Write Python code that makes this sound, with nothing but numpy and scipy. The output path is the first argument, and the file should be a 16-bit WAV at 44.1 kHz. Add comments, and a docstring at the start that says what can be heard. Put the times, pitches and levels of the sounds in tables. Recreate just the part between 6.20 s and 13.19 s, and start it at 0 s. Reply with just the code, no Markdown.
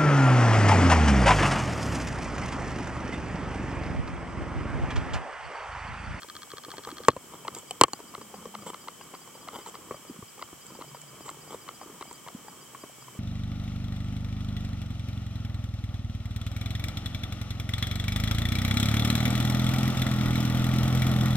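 """Under water, close over a barnacle-covered rock, a drifting camera bumps its housing hard three times.
Each impact excites the normal modes of the case; small taps, pops and stick-slip rubs keep it crackling.
Inside, the lens hunts for focus and the iris steps, their clicks dispersed by bending waves in the wall.
Hiss, a faint hum and a dull handling rumble lie beneath; the gain control ducks after each hard bump."""
import sys
import numpy as np
from scipy import signal
from scipy.fft import rfft, irfft, next_fast_len
from scipy.io import wavfile
from scipy.ndimage import map_coordinates

SR = 44100
rng = np.random.default_rng(int(sys.argv[2]) if len(sys.argv) > 2 else 0)


def pcm_store(signal):
    """Save signal as 16-bit PCM."""
    levels = np.round(np.clip(np.atleast_2d(signal), -1, 1) * 32767)
    wavfile.write(sys.argv[1], SR, levels.astype(np.int16).T)


N = 308259
T = np.arange(4096) / SR  # time axis of one click, in seconds
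LENS_STEPS_PER_S = 15

# spectral envelopes of the noises and clicks: frequency_hz, relative_db
HISS_SPECTRUM = [(20, -21), (80, -12.5), (200, -6), (1000, -9), (2300, -16.5), (3100, -13.5), (3600, -17),
                 (4400, -17), (5600, -11), (6600, -12.5), (7650, -5), (8450, -9), (9200, -17.5),
                 (16000, -19.5)]
RUMBLE_SPECTRUM = [(20, -31), (60, -11), (180, -0.5), (450, -5), (700, -15), (1180, -4), (1500, -15),
                   (1950, -18.5), (2700, -20.5), (3150, -17.5), (3550, -41), (9000, -26)]
SCRAPE_SPECTRUM = [(60, -12.5), (200, -3), (450, 1.5), (680, -8), (950, 1.5), (1250, 1), (1700, -19.5),
                   (2150, -10.5), (2500, -34), (3050, -6), (4000, -23.5), (12000, -24)]
SQUEAK_SPECTRUM = [(1000, -22), (4000, -19.5), (6600, -14), (7550, 3), (8200, -5), (9300, -29),
                   (11500, -19), (16000, -34)]
IRIS_SPECTRUM = [(100, -30), (480, -2), (850, -2), (1170, 10.5), (1350, 6.5), (1650, -20), (2100, 2),
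                 (2400, -21.5), (2950, -1.5), (3550, -12), (4150, -4), (5000, -16), (7500, -26),
                 (12000, -43)]
FOCUS_SPECTRUM = [(200, -11), (750, -34), (1220, 11), (1420, -10), (1560, 4), (1900, -5), (2450, -19),
                  (3080, -19), (3270, 7), (3500, -4.5), (4050, -7.5), (4330, 5), (4600, -5.5), (5200, -8.5),
                  (6300, -10.5), (10000, -41)]
# course of the sinking hum: time_s, pitch_hz, level_db
HUM_GLIDE = [(1.6, 230, -71.5), (2.3, 205, -51.5), (2.8, 185, -80), (4.5, 143.6, -64.5),
             (4.901, 140.6, -56), (5.7, 138.5, -71.5), (6.99, 130.2, -58.5)]
# narrow resonances of the case that sing throughout: pitch_hz, width_hz, level_db
CASE_RESONANCES = [(2265, 90, -68), (3088, 170, -62.5), (3306, 130, -69)]
# strength of the grip that drives the rumble: time_s, relative_db
GRIP_CURVE = [(0.0, -64), (0.29, -63.5), (0.7, -46.5), (0.91, -52), (2.39, -50), (2.59, -52), (3.62, -50.5),
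              (4.13, -56.5), (5.49, -48), (6.19, -56.5), (6.83, -57.5), (6.99, -52)]
# spells in which the lens hunts back and forth: start_s, end_s
FOCUS_HUNTS = [(0.02, 0.255), (0.3038, 0.937)]
# steps of the iris: time_s, relative_db
IRIS_STEPS = [(1.28, -31), (1.949, -37.5), (2.35, -37), (2.543, -40), (2.683, -36.5), (2.949, -45.5),
              (3.285, -38), (3.552, -42), (4.224, -36), (4.62, -42.5), (5.09, -38), (5.488, -38),
              (5.824, -40.5), (6.084, -42)]
# soft pushes of the hand: start_s, pitch_hz, peak_db
HAND_PUSHES = [(0.723, 307, -35), (2.268, 198, -41), (3.896, 302, -31.5), (3.906, 228, -35.5),
               (3.988, 192, -34), (6.147, 221, -30)]
# rubs on the case, levels relative: start_s, end_s, scrape_db, squeak_db
CASE_RUBS = [(0.654, 0.713, -48.5, -68), (1.112, 1.168, -51, -68), (1.34, 1.413, -51, -47.5),
             (2.456, 2.512, -44, -45.5), (3.307, 3.442, -48, -57), (3.461, 3.507, -50.5, -46),
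             (5.046, 5.105, -54, -46.5), (5.287, 5.365, -50, -53)]
# single slips: start_s, relative_db
SLIP_TICKS = [(1.348, -40), (1.384, -41.5), (4.465, -47.5), (4.815, -47), (5.099, -44), (5.927, -46.5)]
# normal modes of the housing: pitch_hz, relative_db, t60_s
HOUSING_MODES = [(124, -16.5, 0.056), (285, -6, 0.027), (363, -2, 0.025), (485, 1, 0.024), (700, -8, 0.031),
                 (852, 3, 0.023), (1099, 11, 0.026), (1350, -17, 0.037), (2120, -7.5, 0.0099),
                 (2790, -1, 0.011), (3066, -6.5, 0.02), (4260, 0.5, 0.011), (5340, -2, 0.0072),
                 (6040, 2, 0.0049), (7640, 4, 0.0088), (8750, -2, 0.0048), (11020, -16, 0.02)]
# bumps and clear taps, by low, middle and high band: start_s, thump_db, knock_db, crack_db
IMPACTS = [(0.334, -40.5, -44.5, -65), (0.483, -42.5, -49, -65), (0.538, -48, -43, -66),
           (0.58, -42.5, -50, -62), (0.803, -40.5, -55, -68), (0.884, -8.5, -7, -20.5),
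           (0.9033, -38, -54, -36.5), (0.965, -33, -37, -48), (1.249, -46, -40, -56),
           (1.509, -42.5, -38, -32.5), (1.612, -10, -6.5, -12.5), (1.636, -15.5, -8, -11.5),
           (1.682, -43, -37, -43), (1.733, -37, -33, -30), (1.979, -43, -49.5, -60),
           (2.141, -42.5, -41.5, -60), (2.255, -39, -43.5, -53), (2.422, -46, -48.5, -60),
           (2.811, -57, -44.5, -68), (2.936, -47.5, -48, -58), (3.461, -62, -40.5, -50.5),
           (3.709, -33.5, -36, -66), (3.743, -42, -45, -68), (4.025, -41.5, -45, -69),
           (4.329, -42.5, -54, -75), (4.589, -42.5, -60, -75), (4.747, -51, -43, -66),
           (5.344, -37, -43, -56), (5.613, -62, -42, -59), (5.814, -60, -42.5, -62),
           (5.911, -47, -43.5, -53), (6.282, -66, -43.5, -66), (6.548, -52, -41, -68),
           (6.636, -42.5, -43.5, -74), (6.882, -59, -46.5, -65)]
# left microphone port relative to the right: frequency_hz, lag_rad, gain_db
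PORT_RESPONSE = [(250, .03, -.2), (1000, .25, 2), (2200, .65, 3), (4200, 1.4, .6), (7500, 1.7, -1)]


def amp(db):
    """Decibels to amplitude ratio."""
    return 10 ** (np.asarray(db) / 20)


def unit(x):
    """Normalise to rms 1."""
    return x / np.sqrt(np.mean(x ** 2) + 1e-20)


def unit_click(x):
    """Normalise a transient to the energy of 10 ms at rms 1."""
    return x / np.sqrt(np.sum(x ** 2) / (SR / 100) + 1e-20)


def along(points, hz):
    """Interpolate (frequency_hz, value) points on a logarithmic axis."""
    f, v = np.transpose(points)
    return np.interp(np.log(hz + 1), np.log(f + 1), v)


def filtered(x, response):
    """Linear filtering: multiply the spectrum by a frequency response."""
    size = next_fast_len(N + SR // 2)
    return irfft(rfft(x, size) * response(np.fft.rfftfreq(size, 1 / SR)), size)[..., :N]


def wobble(rate_hz):
    """Slow modulation: a spline through random knots."""
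    knots = rng.standard_normal(int(N * rate_hz / SR) + 4)
    return map_coordinates(knots, [np.arange(N) * rate_hz / SR])


def add(track, start_s, sound):
    """Superpose a sound on the track."""
    part = track[max(round(start_s * SR), 0):][:len(sound)]
    part += sound[:len(part)]


def narrowband(hz, width_hz):
    """Quadrature modulation: noise at rms 1 about a centre that may glide."""
    phase = 2 * np.pi * np.cumsum(hz * np.ones(N)) / SR
    return unit(wobble(width_hz) * np.cos(phase) + wobble(width_hz) * np.sin(phase))


def impulse(spectrum, travel_s=0):
    """Dispersion: bending waves carry the treble of a click faster; 1 kHz arrives after travel_s."""
    hz = np.fft.rfftfreq(len(T), 1 / SR)
    cepstrum = irfft(np.log(amp(along(spectrum, hz))))
    minimum_phase = np.exp(rfft(2 * cepstrum * (T < T[-1] / 2)))
    dispersion = np.exp(-4j * np.pi * travel_s * np.sqrt(1000 * hz))
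    return unit_click(irfft(minimum_phase * dispersion))


def hiss(level_db=-51):
    """Self-noise: each microphone has its own steady, uncorrelated hiss."""
    white = rng.standard_normal((2, N))
    return amp(level_db) * unit(filtered(white, lambda hz: amp(along(HISS_SPECTRUM, hz))))


def hum(width_hz=30, flutter_db=1.0):
    """Narrowband noise is heard as wavering pitch: a low hum and the thin singing of the case."""
    time_s, pitch_hz, level_db = np.transpose(HUM_GLIDE)
    t = np.arange(N) / SR
    low = amp(np.interp(t, time_s, level_db)) * narrowband(np.interp(t, time_s, pitch_hz), width_hz)
    singing = sum(amp(db + flutter_db * wobble(15)) * narrowband(hz, width)
                  for hz, width, db in CASE_RESONANCES)
    return low + singing


def rumble(gain_db=-2.5, flutter_db=2.5, follow=0.62, crossover_hz=1600):
    """Forced vibration: water and hand stir the resonant case; the low band follows the grip."""
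    grip_db = np.interp(np.arange(N) / SR, *np.transpose(GRIP_CURVE))
    stir_db = grip_db.mean() + follow * (grip_db - grip_db.mean())
    noise = unit(filtered(rng.standard_normal(N), lambda hz: amp(along(RUMBLE_SPECTRUM, hz))))
    low = filtered(noise, lambda hz: 1 / (1 + (hz / crossover_hz) ** 4))
    return amp(stir_db + gain_db + flutter_db * wobble(9.1)) * low + amp(-51) * (noise - low)


def focus_motor(pitch_hz=4810, level_db=-58.5, run_s=0.027, settled_s=1.343, mean_skipped_beats=1.4):
    """Tone bursts: once focus has settled, the motor whines on random beats of the lens clock."""
    out = np.zeros(N)
    n = round(run_s * SR)
    whine = unit(np.sin(2 * np.pi * pitch_hz * np.arange(n) / SR) * signal.windows.tukey(n, .3))
    waits = 1 + rng.poisson(mean_skipped_beats, size=50)
    for beat in np.cumsum(waits) - waits[0]:
        add(out, settled_s + beat / LENS_STEPS_PER_S, amp(level_db) * whine)
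    return out


def pops(faint_db=-48.5, spread_db=3, centre_hz=600):
    """Damped oscillation: tiny round pops, each peaking after one cycle of its own pitch."""
    out = np.zeros(N)
    for when, size, pitch in rng.random((110, 3)):
        cycles = centre_hz * 2 ** (2 * pitch - 1) * T
        envelope = (cycles * np.exp(1 - cycles)) ** 2
        peak_db = faint_db - spread_db * np.log(size + 1 / 20)
        add(out, when * N / SR, amp(peak_db) * envelope * np.sin(2 * np.pi * cycles))
    return out


def thuds(swell_s=0.004):
    """Compliant contact: flesh on the case gives a few slow cycles that swell and die."""
    out = np.zeros(N)
    envelope = (T / swell_s * np.exp(1 - T / swell_s)) ** 2
    for start_s, pitch_hz, peak_db in HAND_PUSHES:
        add(out, start_s, amp(peak_db) * envelope * np.sin(2 * np.pi * pitch_hz * T))
    return out


def iris(gain_db=1.0, slack_db=-44, lead_s=0.0095):
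    """Structure-borne sound: each step takes up its slack, then lands as a quick downward chirp."""
    out = np.zeros(N)
    click = impulse(IRIS_SPECTRUM, travel_s=0.0047)
    for time_s, db in IRIS_STEPS:
        add(out, time_s - lead_s, strike(slack_db - 9.5, slack_db, slack_db - 22))
        add(out, time_s - .0018, amp(db + gain_db) * click)
    return out


def focus_hunt(soft_db=-45.5, firm_db=-41.5, backlash_s=0.0124, scatter_db=1.0, jitter_s=0.0005):
    """Backlash: each clocked step of the lens ticks softly, crosses its slack, then ticks firmly."""
    out = np.zeros(N)
    tick = impulse(FOCUS_SPECTRUM, travel_s=0.0022)
    for start_s, end_s in FOCUS_HUNTS:
        for step_s in np.arange(start_s, end_s, 1 / LENS_STEPS_PER_S):
            for delay_s, db in (0, soft_db), (backlash_s, firm_db):
                late, size = rng.standard_normal(2)
                add(out, step_s + delay_s - .001 + jitter_s * late, amp(db + scatter_db * size) * tick)
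    return out


def friction(spectrum, length_s, spiky):
    """Stick-slip friction: a short run of uneven slips excites a set of resonances."""
    n = max(round(length_s * SR), 64)
    noise = rng.standard_normal(n)
    slip_strength = np.exp(spiky * np.repeat(rng.standard_normal(n), 48)[:n])  # new about every 1 ms
    sound = signal.fftconvolve(noise * slip_strength * signal.windows.tukey(n, .5), impulse(spectrum))
    return sound / np.sqrt(np.sum(sound ** 2) / n)


def rubs(scrape_gain_db=4.0, squeak_gain_db=-2, tick_gain_db=4, tick_s=0.0047):
    """Friction scrapes in the low modes and squeaks in the stiff ones; one slip is a bright tick."""
    out = np.zeros(N)
    for start_s, end_s, scrape_db, squeak_db in CASE_RUBS:
        scrape = friction(SCRAPE_SPECTRUM, end_s - start_s, spiky=.7)
        squeak = friction(SQUEAK_SPECTRUM, end_s - start_s, spiky=.26)
        add(out, start_s, amp(scrape_db + scrape_gain_db) * scrape)
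        add(out, start_s, amp(squeak_db + squeak_gain_db) * squeak)
    for start_s, db in SLIP_TICKS:
        add(out, start_s, amp(db + tick_gain_db) * friction(SQUEAK_SPECTRUM, tick_s, spiky=.3))
    return out


def strike(thump_db, knock_db, crack_db, rise_s=0.001, push_s=0.0018):
    """Modal superposition: a contact pushes the case, and three bands of modes ring with gritty chatter."""
    hz, mode_db, t60_s = np.transpose(HOUSING_MODES)[:, :, None]
    size, detune = rng.standard_normal((2, len(HOUSING_MODES), 1))
    # a hard bump wakes the whole case; a light touch catches the modes unevenly
    uneven = np.interp(knock_db, (-45, -15), (1, .2))
    envelopes = amp(mode_db + 9.3 * uneven * size - 60 * T / t60_s)
    modes = envelopes * np.sin(2 * np.pi * hz * (1 + 0.1 * uneven * detune) * T)
    modes[::2] *= -1  # neighbouring modes start in opposite directions
    out = amp(thump_db - 18) * unit_click(T * np.exp(-T / push_s))  # the push on the whole case
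    attack = 1 - np.exp(-T / rise_s)
    bands = [(80, 620, thump_db, 0.036, 0.28), (620, 2300, knock_db, 0.036, 0.28),
             (2300, 11000, crack_db, 0.0065, 0.48)]
    for low_hz, high_hz, level_db, grit_t60_s, grit_share in bands:
        ring = modes[((hz > low_hz) & (hz <= high_hz))[:, 0]].sum(0)
        burst = rng.standard_normal(len(T)) * amp(-60 * T / grit_t60_s)
        grit = signal.sosfilt(signal.butter(3, (low_hz, high_hz), "band", fs=SR, output="sos"), burst)
        out += amp(level_db) * unit_click((unit(ring) + grit_share * unit(grit)) * attack)
    return out


def bumps(faint_db=-57, spread_db=5.5, softness_db=3):
    """Impact excitation: bumps and taps over a scatter of faint ones; softer contact favours the bass."""
    out = np.zeros(N)
    for start_s, *levels_db in IMPACTS:
        add(out, start_s, strike(*levels_db))
    for when, size, softness in rng.random((80, 3)):
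        db = faint_db - spread_db * np.log(size + 1 / 20)  # few are strong
        tilt_db = softness_db * (2 * softness - 1)
        add(out, when * N / SR, strike(db + tilt_db, db - tilt_db, db - 9 - tilt_db))
    return out


def ports(x):
    """Phase and level cues: case sound reaches the left microphone a little later and mostly louder."""
    side = np.array([[1], [-1]]) / 2
    f, lag_rad, gain_db = np.transpose(PORT_RESPONSE)

    def response(hz):
        gain = amp(side * along(np.c_[f, gain_db], hz))
        return gain * np.exp(-1j * side * along(np.c_[f, lag_rad], hz))
    return filtered(x, response)


def scene():
    """Superposition: the sounds of the case pass through both ports and join the noise floor."""
    case = bumps() + pops() + iris() + focus_hunt() + rubs() + thuds() + focus_motor()
    return ports(case) + rumble() + hum() + hiss()


def record(dry, threshold_db=-4, deepest_db=7.5, attack_s=.0016, recover_db_per_s=55,
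           low_cut_hz=40, top_hz=15900):
    """Automatic gain control: after a bass cut, peaks duck the gain; the rest is clipped and low-passed."""
    x = signal.sosfilt(signal.butter(2, low_cut_hz, "high", fs=SR, output="sos"), dry)
    peak_db = 20 * np.log10(np.abs(x).max(0) + 1e-9)
    over_db = np.clip(peak_db - threshold_db, 0, deepest_db)
    ramp_db = recover_db_per_s * np.arange(N) / SR
    held_db = np.maximum.accumulate(over_db + ramp_db) - ramp_db  # peak hold with steady release
    pole = np.exp(-1 / (attack_s * SR))
    duck_db = signal.lfilter([1 - pole], [1, -pole], held_db)
    clipped = np.clip(x * amp(-duck_db), -1, 1)
    return filtered(clipped, lambda hz: hz < top_hz)


dry = scene()
out = record(dry)
pcm_store(out)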